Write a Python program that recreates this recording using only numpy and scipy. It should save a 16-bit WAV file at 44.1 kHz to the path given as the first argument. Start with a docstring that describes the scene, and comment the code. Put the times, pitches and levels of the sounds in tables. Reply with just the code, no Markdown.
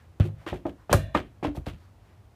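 """A football is juggled on a wooden garden deck, over a faint outdoor rumble and soft swishes of trousers.
First comes a dull bump off the thigh: the ball squashes, and its shell booms.
Trainers then knock and scuff on the boards, and the player's weight thumps the joists under them.
A sharp kick follows: the cover slaps and the air inside the ball rings on.
More steps, scuffs and thumps come after it; garden walls briefly answer ball and feet throughout."""
import sys
import numpy as np
from scipy import signal
from scipy.fft import rfft, irfft
from scipy.io import wavfile

SR = 44100
rng = np.random.default_rng(int(sys.argv[2]) if len(sys.argv) > 2 else 0)


def dump_mix(stems):
    """Bounce the given channels to the path in sys.argv[1] as a 16-bit WAV at rate SR."""
    frames = np.atleast_2d(stems).T  # one column per channel
    limited = np.clip(frames, -1, 1)  # hard clip at full scale
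    pcm = np.round(limited * 32767).astype(np.int16)
    wavfile.write(sys.argv[1], SR, pcm)


N = 103635  # length of the scene in samples
T = np.arange(SR * 3 // 5) / SR  # clock of one single sound, 0.6 s long


def amp(db):
    """Turn decibels into a gain."""
    return 10 ** (np.asarray(db) / 20)


def unit(x):
    """Scale a sound to an average strength (rms) of 1."""
    return x / np.sqrt(np.mean(x ** 2) + 1e-20)


def along(points, hz):
    """Read a curve of (f/Hz, value) points between its points, on a log frequency axis."""
    f, value = np.transpose(points)
    return np.interp(np.log(hz + 1), np.log(f + 1), value)


def fade(t60):
    """Die away exponentially, falling by 60 dB in t60 seconds."""
    return np.exp(-np.log(1000) * T / t60)


def add(track, start_s, sound):
    """Mix a sound into the track from a given time, cutting it at the track's end."""
    part = track[round(start_s * SR):][:len(sound)]
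    part += sound[:len(part)]


def shaped_noise(gain, size):
    """Give every frequency its gain and a random phase: noise of rms 1."""
    phase = 2 * np.pi * rng.random(len(gain))
    return unit(irfft(gain * np.exp(1j * phase), size))


def noise(spectrum, size, cut_hz=SR, tilt=0):
    """Coloured noise of rms 1, softly low-passed, tilted above 2 kHz by some dB per octave."""
    f = np.fft.rfftfreq(size, 1 / SR)
    octaves_up = np.log2(np.maximum(f / 2000, 1))
    low_pass = 1 / np.sqrt(1 + (f / cut_hz) ** 4)
    return shaped_noise(amp(along(spectrum, f) + tilt * octaves_up) * low_pass, size)


def dying(x, t60s):
    """Let each frequency of a sound die away at its own speed."""
    hz, t, z = signal.stft(x, SR, nperseg=256)
    decay = np.exp(-np.log(1000) * t / along(t60s, hz)[:, None])
    return signal.istft(z * decay, SR, nperseg=256)[1][:len(x)]


def ring(modes, attack_s, pitch=1, alternate=False):
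    """Sum fading sine tones (modes); each level varies a little at random from strike to strike."""
    total = np.zeros(len(T))
    for k, (hz, db, t60) in enumerate(modes):
        strength = amp(db + rng.normal(0, 1))
        wave = strength * fade(t60) * np.sin(2 * np.pi * hz * pitch * T)
        total += -wave if alternate and k % 2 else wave  # alternate: flip every second mode
    return (1 - np.exp(-T / attack_s)) * total


def grit(depth_db):
    """A fast random gain of rms 1, as surfaces catch and let go 700 times a second."""
    swings = np.interp(T * 700, np.arange(len(T)), rng.standard_normal(len(T)))
    return unit(amp(depth_db * swings))


# touches of the ball: t/s, delay of the shell boom t/s, squash level/dB, shell boom level/dB,
# cover slap level/dB, slap cut-off f/Hz, inner ring level/dB, thwack level/dB
BALL_TOUCHES = [(0.1996, 0.0044, -13, -14.5, -27.5, 1986, -61.5, -43),
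                (0.9287, .0155, -15, -17.5, -15, 11900, -34.5, -10.5)]
# tones of the ball's shell: f/Hz, level within the boom/dB, time to fall 60 dB t/s
SHELL_MODES = [(104.6, 2, 0.17), (124.2, -13, 0.44), (152.2, -11.5, 0.31), (207, -17, 0.26),
               (337, -24.5, 0.2), (528, -31.5, 0.44)]
# groups of tones in the air inside the ball: f/Hz, width f/Hz, level within the ring/dB
INNER_AIR = [(547, 51, -5.5), (617, 50, -3), (664, 56, -6), (1088, 110, -21), (1584, 86, -12.5),
             (1810, 110, -8), (2400, 200, -18), (2830, 150, -15), (3480, 170, -15), (4000, 220, -19)]
# how fast the inner ring dies: f/Hz, time to fall 60 dB t/s
INNER_AIR_T60 = [(600, 0.53), (1800, 0.54), (4000, 0.46)]
# colour of the cover slap: f/Hz, relative level/dB
SLAP_COLOUR = [(150, -8.5), (500, -1), (1300, -9), (2500, -14), (4500, -18.5), (8000, -18), (12000, -15.5),
               (15500, -23.5)]
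# thwack tones of the cover: f/Hz, level within the thwack/dB, time to fall 60 dB t/s
THWACK_MODES = [(577.4, -1, 0.075), (713, -0.5, .032), (1080, -5.5, .035), (1643, -12, 0.055)]
SQUASH_HZ, SQUASH_WIDTH_S, SQUASH_DELAY_S = 110, 0.0034, 0.0027
# three parts of the slap: a quick crack, a main body at 0 dB and a rough tail
CRACK_DB, CRACK_T60_S = -6, 0.0058
SLAP_T60_S = 0.016
SLAP_TAIL_DB, SLAP_TAIL_T60_S, SLAP_ROUGH_DB = -8.5, 0.15, 2


def ball():
    """The cover slaps, the ball squashes and springs back, then shell and inner air ring on."""
    out = np.zeros(N)
    f = np.fft.rfftfreq(len(T), 1 / SR)
    cavity = sum(amp(db) / (1 + ((f - hz) / (width / 2)) ** 2) for hz, width, db in INNER_AIR)
    for s, delay_s, squash_db, boom_db, slap_db, cut_hz, ring_db, thwack_db in BALL_TOUCHES:
        # the squash is one short, smooth burst of a low tone
        u = T - delay_s
        swell = np.exp(-((u - SQUASH_DELAY_S) / SQUASH_WIDTH_S) ** 2 / 2)
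        add(out, s, amp(squash_db) * np.sin(2 * np.pi * SQUASH_HZ * u) * swell)
        add(out, s + delay_s, amp(boom_db) * ring(SHELL_MODES, attack_s=0.00068))

        crack = amp(CRACK_DB) * fade(CRACK_T60_S)
        tail = amp(SLAP_TAIL_DB) * fade(SLAP_TAIL_T60_S) * grit(SLAP_ROUGH_DB)
        slap_shape = crack + fade(SLAP_T60_S) + tail
        add(out, s, amp(slap_db) * noise(SLAP_COLOUR, len(T), cut_hz) * slap_shape)

        inner = shaped_noise(cavity, len(T))
        add(out, s, amp(ring_db) * dying(inner, INNER_AIR_T60))
        add(out, s, amp(thwack_db) * ring(THWACK_MODES, attack_s=0.00062, alternate=True))
    return out


# shoes striking the deck: t/s, knock level/dB, knock f/Hz, board clatter level/dB,
# clatter cut-off f/Hz, plank ring level/dB, plank f/Hz, hard sole clack level/dB
SHOE_STEPS = [(0.246, -47, 560, -41.5, 700, -31, 352, -70), (.289, -42.5, 645, -51, 1100, -62, 350, -60),
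              (.465, -34.5, 1090, -35, 3000, -35, 324, -33), (0.5279, -21, 654, -30.5, 900, -34, 367, -53),
              (.6535, -28, 627, -26.5, 990, -38, 332, -35), (.895, -25.5, 665, -29, 1390, -47, 313, -32),
              (.912, -31, 536, -28.5, 1530, -36.5, 254, -41),
              (0.939, -19.5, 1410, -26, 1740, -26, 234, -19.5),
              (1.1483, -13.5, 924, -20.5, 2550, -25.5, 351.2, -11.5),
              (1.427, -27.5, 800, -30.5, 1170, -39.5, 272, -51),
              (1.447, -17, 766, -27.5, 2700, -24, 292.4, -48),
              (1.4829, -50, 650, -43.5, 900, -24, 294, -58),
              (1.550, -43.5, 805, -42.5, 1500, -46, 290, -62),
              (1.571, -33, 673, -42.5, 1120, -46, 284, -42), (1.667, -27.5, 580, -39, 1510, -47, 293, -40)]
# tones of the knock: multiple of the knock pitch, relative level/dB, time to fall 60 dB t/s
KNOCK_MODES = [(.66, -1, 0.014), (1, 1.5, 0.016), (1.37, -7.5, 0.023), (2.05, -25.5, 0.014),
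               (3, -23.5, .025)]
# tones of a sole slapping flat on a board: f/Hz, relative level/dB, time to fall 60 dB t/s
CLACK_MODES = [(1216, 1, 0.043), (1837, -15, 0.064), (2530, -12.5, 0.036)]
# tones of the plank: multiple of the plank pitch, relative level/dB, time to fall 60 dB t/s
PLANK_MODES = [(1, 3, 0.13), (1.17, -12.5, 0.12), (1.9, -16, 0.077)]
# colour of the boards' clatter: f/Hz, relative level/dB
BOARD_COLOUR = [(60, -11.5), (140, -1.5), (210, -5.5), (345, 5), (440, -5), (600, -0.5), (1100, -11.5),
                (1800, -12), (3000, -19), (6000, -27), (15000, -26)]
# how fast the clatter dies: f/Hz, time to fall 60 dB t/s
CLATTER_T60 = [(100, 0.27), (350, 0.21), (1000, 0.14), (3000, 0.09), (12000, 0.061)]


def steps():
    """A shoe knocks and clacks; the plank under it rings and the boards around it clatter."""
    out = np.zeros(N)
    for s, knock_db, knock_hz, clatter_db, cut_hz, plank_db, plank_hz, clack_db in SHOE_STEPS:
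        knock = ring(KNOCK_MODES, attack_s=0.00025, pitch=knock_hz, alternate=True)
        add(out, s, amp(knock_db) * knock)
        clatter = dying(noise(BOARD_COLOUR, len(T), cut_hz), CLATTER_T60)
        add(out, s, amp(clatter_db) * clatter * (1 - np.exp(-T / 0.00067)))
        add(out, s, amp(clack_db) * ring(CLACK_MODES, attack_s=0.003))
        plank = ring(PLANK_MODES, attack_s=0.0036, pitch=plank_hz, alternate=True)
        add(out, s, amp(plank_db) * plank)
    return out


# soles and ball scraping: t/s, level/dB, rise t/s, hold t/s, time to fall 60 dB t/s,
# treble tilt above 2 kHz [dB per octave]
SCRAPES = [(.203, -37, .002, .003, 0.13, -4), (0.231, -52, .012, 0.022, 0.11, 1.5),
           (0.462, -39.5, .003, 0.033, .14, -3), (0.533, -51, .003, 0.015, .18, 0.5),
           (0.656, -53.5, .008, .005, 0.13, 0), (0.69, -54, .004, .003, 0.069, -0.5),
           (0.893, -39.5, .02, 0.011, 0.16, -1), (1.144, -32, .003, 0.029, .12, -4),
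           (1.427, -35.5, .016, 0.0087, 0.13, -3), (1.545, -52.5, .014, 0.0085, 0.14, 4.5),
           (1.658, -46.5, .005, .026, 0.21, -0.5)]
# colour of the scraping: f/Hz, relative level/dB
SOLE_COLOUR = [(300, -3.5), (900, 0.5), (1800, -0.5), (3200, -1.5), (5000, -13.5), (8000, -17.5),
               (12000, -21), (15500, -24.5)]
GRIT_DB = 4


def scuffs():
    """Short rubs of noise, roughened by grit, that rise, hold and die away."""
    out = np.zeros(N)
    for s, db, rise_s, hold_s, t60, tilt in SCRAPES:
        rise = np.minimum(T / rise_s, 1)
        fall = np.exp(-np.log(1000) * np.maximum(T - rise_s - hold_s, 0) / t60)
        rub = grit(GRIT_DB) * noise(SOLE_COLOUR, len(T), tilt=tilt)
        add(out, s, amp(db) * rise * fall * rub)
    return out


# weight coming down on the joists: t/s, level/dB
WEIGHT_THUMPS = [(0.33, -40), (0.523, -28), (.66, -36.5), (0.915, -22), (0.939, -19.5), (0.98, -21.5),
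                 (1.032, -32), (1.084, -39.5), (1.161, -27), (1.436, -45), (1.4754, -27.5), (1.578, -26),
                 (1.673, -27), (1.733, -35.5), (1.76, -44)]
# tones of the deck's frame: f/Hz, relative level/dB, time to fall 60 dB t/s
JOIST_MODES = [(58.6, -8, 0.3), (80.7, -2.5, .17), (103.7, -6, 0.15), (130.6, -0.5, .1), (183, -3, 0.069)]


def joists():
    """The frame of the deck booms in low, fading tones under the player's weight."""
    out = np.zeros(N)
    for s, db in WEIGHT_THUMPS:
        add(out, s, amp(db) * ring(JOIST_MODES, attack_s=0.0017))
    return out


# faint swishes of trouser cloth: middle t/s, level/dB, spread to each side t/s, centre f/Hz
CLOTH_SWISHES = [(.0, -64, .04, 1590), (0.415, -62.5, .025, 1750), (0.432, -58.5, .03, 650),
                 (0.808, -64.5, .025, 1080), (1.83, -67, 0.038, 1100), (1.825, -75, 0.042, 4250),
                 (2.09, -70, .05, 1900)]
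SWISH_OCTAVES = 0.58  # distance from the centre at which the gain is halved


def trousers():
    """Cloth swishes as the legs swing: soft swells of noise around one pitch."""
    out, t = np.zeros(N), np.arange(N) / SR
    f = np.fft.rfftfreq(N, 1 / SR)
    for s, db, spread_s, hz in CLOTH_SWISHES:
        band = 1 / (1 + (np.log2((f + 1) / hz) / SWISH_OCTAVES) ** 2)
        cloth = unit(irfft(band * rfft(rng.standard_normal(N)), N))
        swell = np.exp(-((t - s) / spread_s) ** 2 / 2)
        out += amp(db) * swell * cloth
    return out


# how fast the garden's answer dies: f/Hz, time to fall 60 dB t/s
WALL_T60 = [(100, 0.49), (600, 0.13), (3000, .28), (12000, 0.24)]
GARDEN_DB, GARDEN_DELAY_S = -15, 0.0058


def garden(x):
    """Walls and fence answer shortly after: the sound is smeared along a dying tail of noise."""
    tail = dying(rng.standard_normal(len(T)), WALL_T60) * (T > GARDEN_DELAY_S)
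    answer = signal.fftconvolve(x, tail / np.linalg.norm(tail))[:N]
    return amp(GARDEN_DB) * answer


# colour of the outdoor rumble: f/Hz, relative level/dB
RUMBLE_COLOUR = [(25, -25.5), (50, -7), (80, -6.5), (100, -1), (130, -15.5), (250, -22), (350, -23),
                 (420, -27), (700, -26.5), (1100, -31.5), (2500, -40.5), (6000, -48), (15500, -54)]
RUMBLE_DB = -53.5


def rumble():
    """The faint outdoor rumble is steady noise, strongest in the bass."""
    return amp(RUMBLE_DB) * noise(RUMBLE_COLOUR, N)


def scene():
    """Ball and feet with the garden's answer, over cloth and the outdoor rumble."""
    play = ball() + steps() + scuffs()
    mix = play + joists() + trousers() + garden(play) + rumble()
    return mix[None]  # one channel


LOW_CUT_HZ, TOP_HZ = 42, 15300
CEILING_DB = -4


def record(dry):
    """Thin the deepest bass, round off the highest peaks and steeply cut the top treble."""
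    high_pass = signal.butter(N=4, Wn=LOW_CUT_HZ, btype="high", fs=SR, output="sos")
    thinned = signal.sosfilt(high_pass, dry)
    rounded = thinned / (1 + (thinned / amp(CEILING_DB)) ** 6) ** (1 / 6)
    # 0.1 dB of ripple below the limit, 80 dB of cut beyond it
    band_limit = signal.ellip(10, 0.1, 80, TOP_HZ, fs=SR, output="sos")
    return signal.sosfilt(band_limit, rounded)


dry = scene()
out = record(dry)
dump_mix(out)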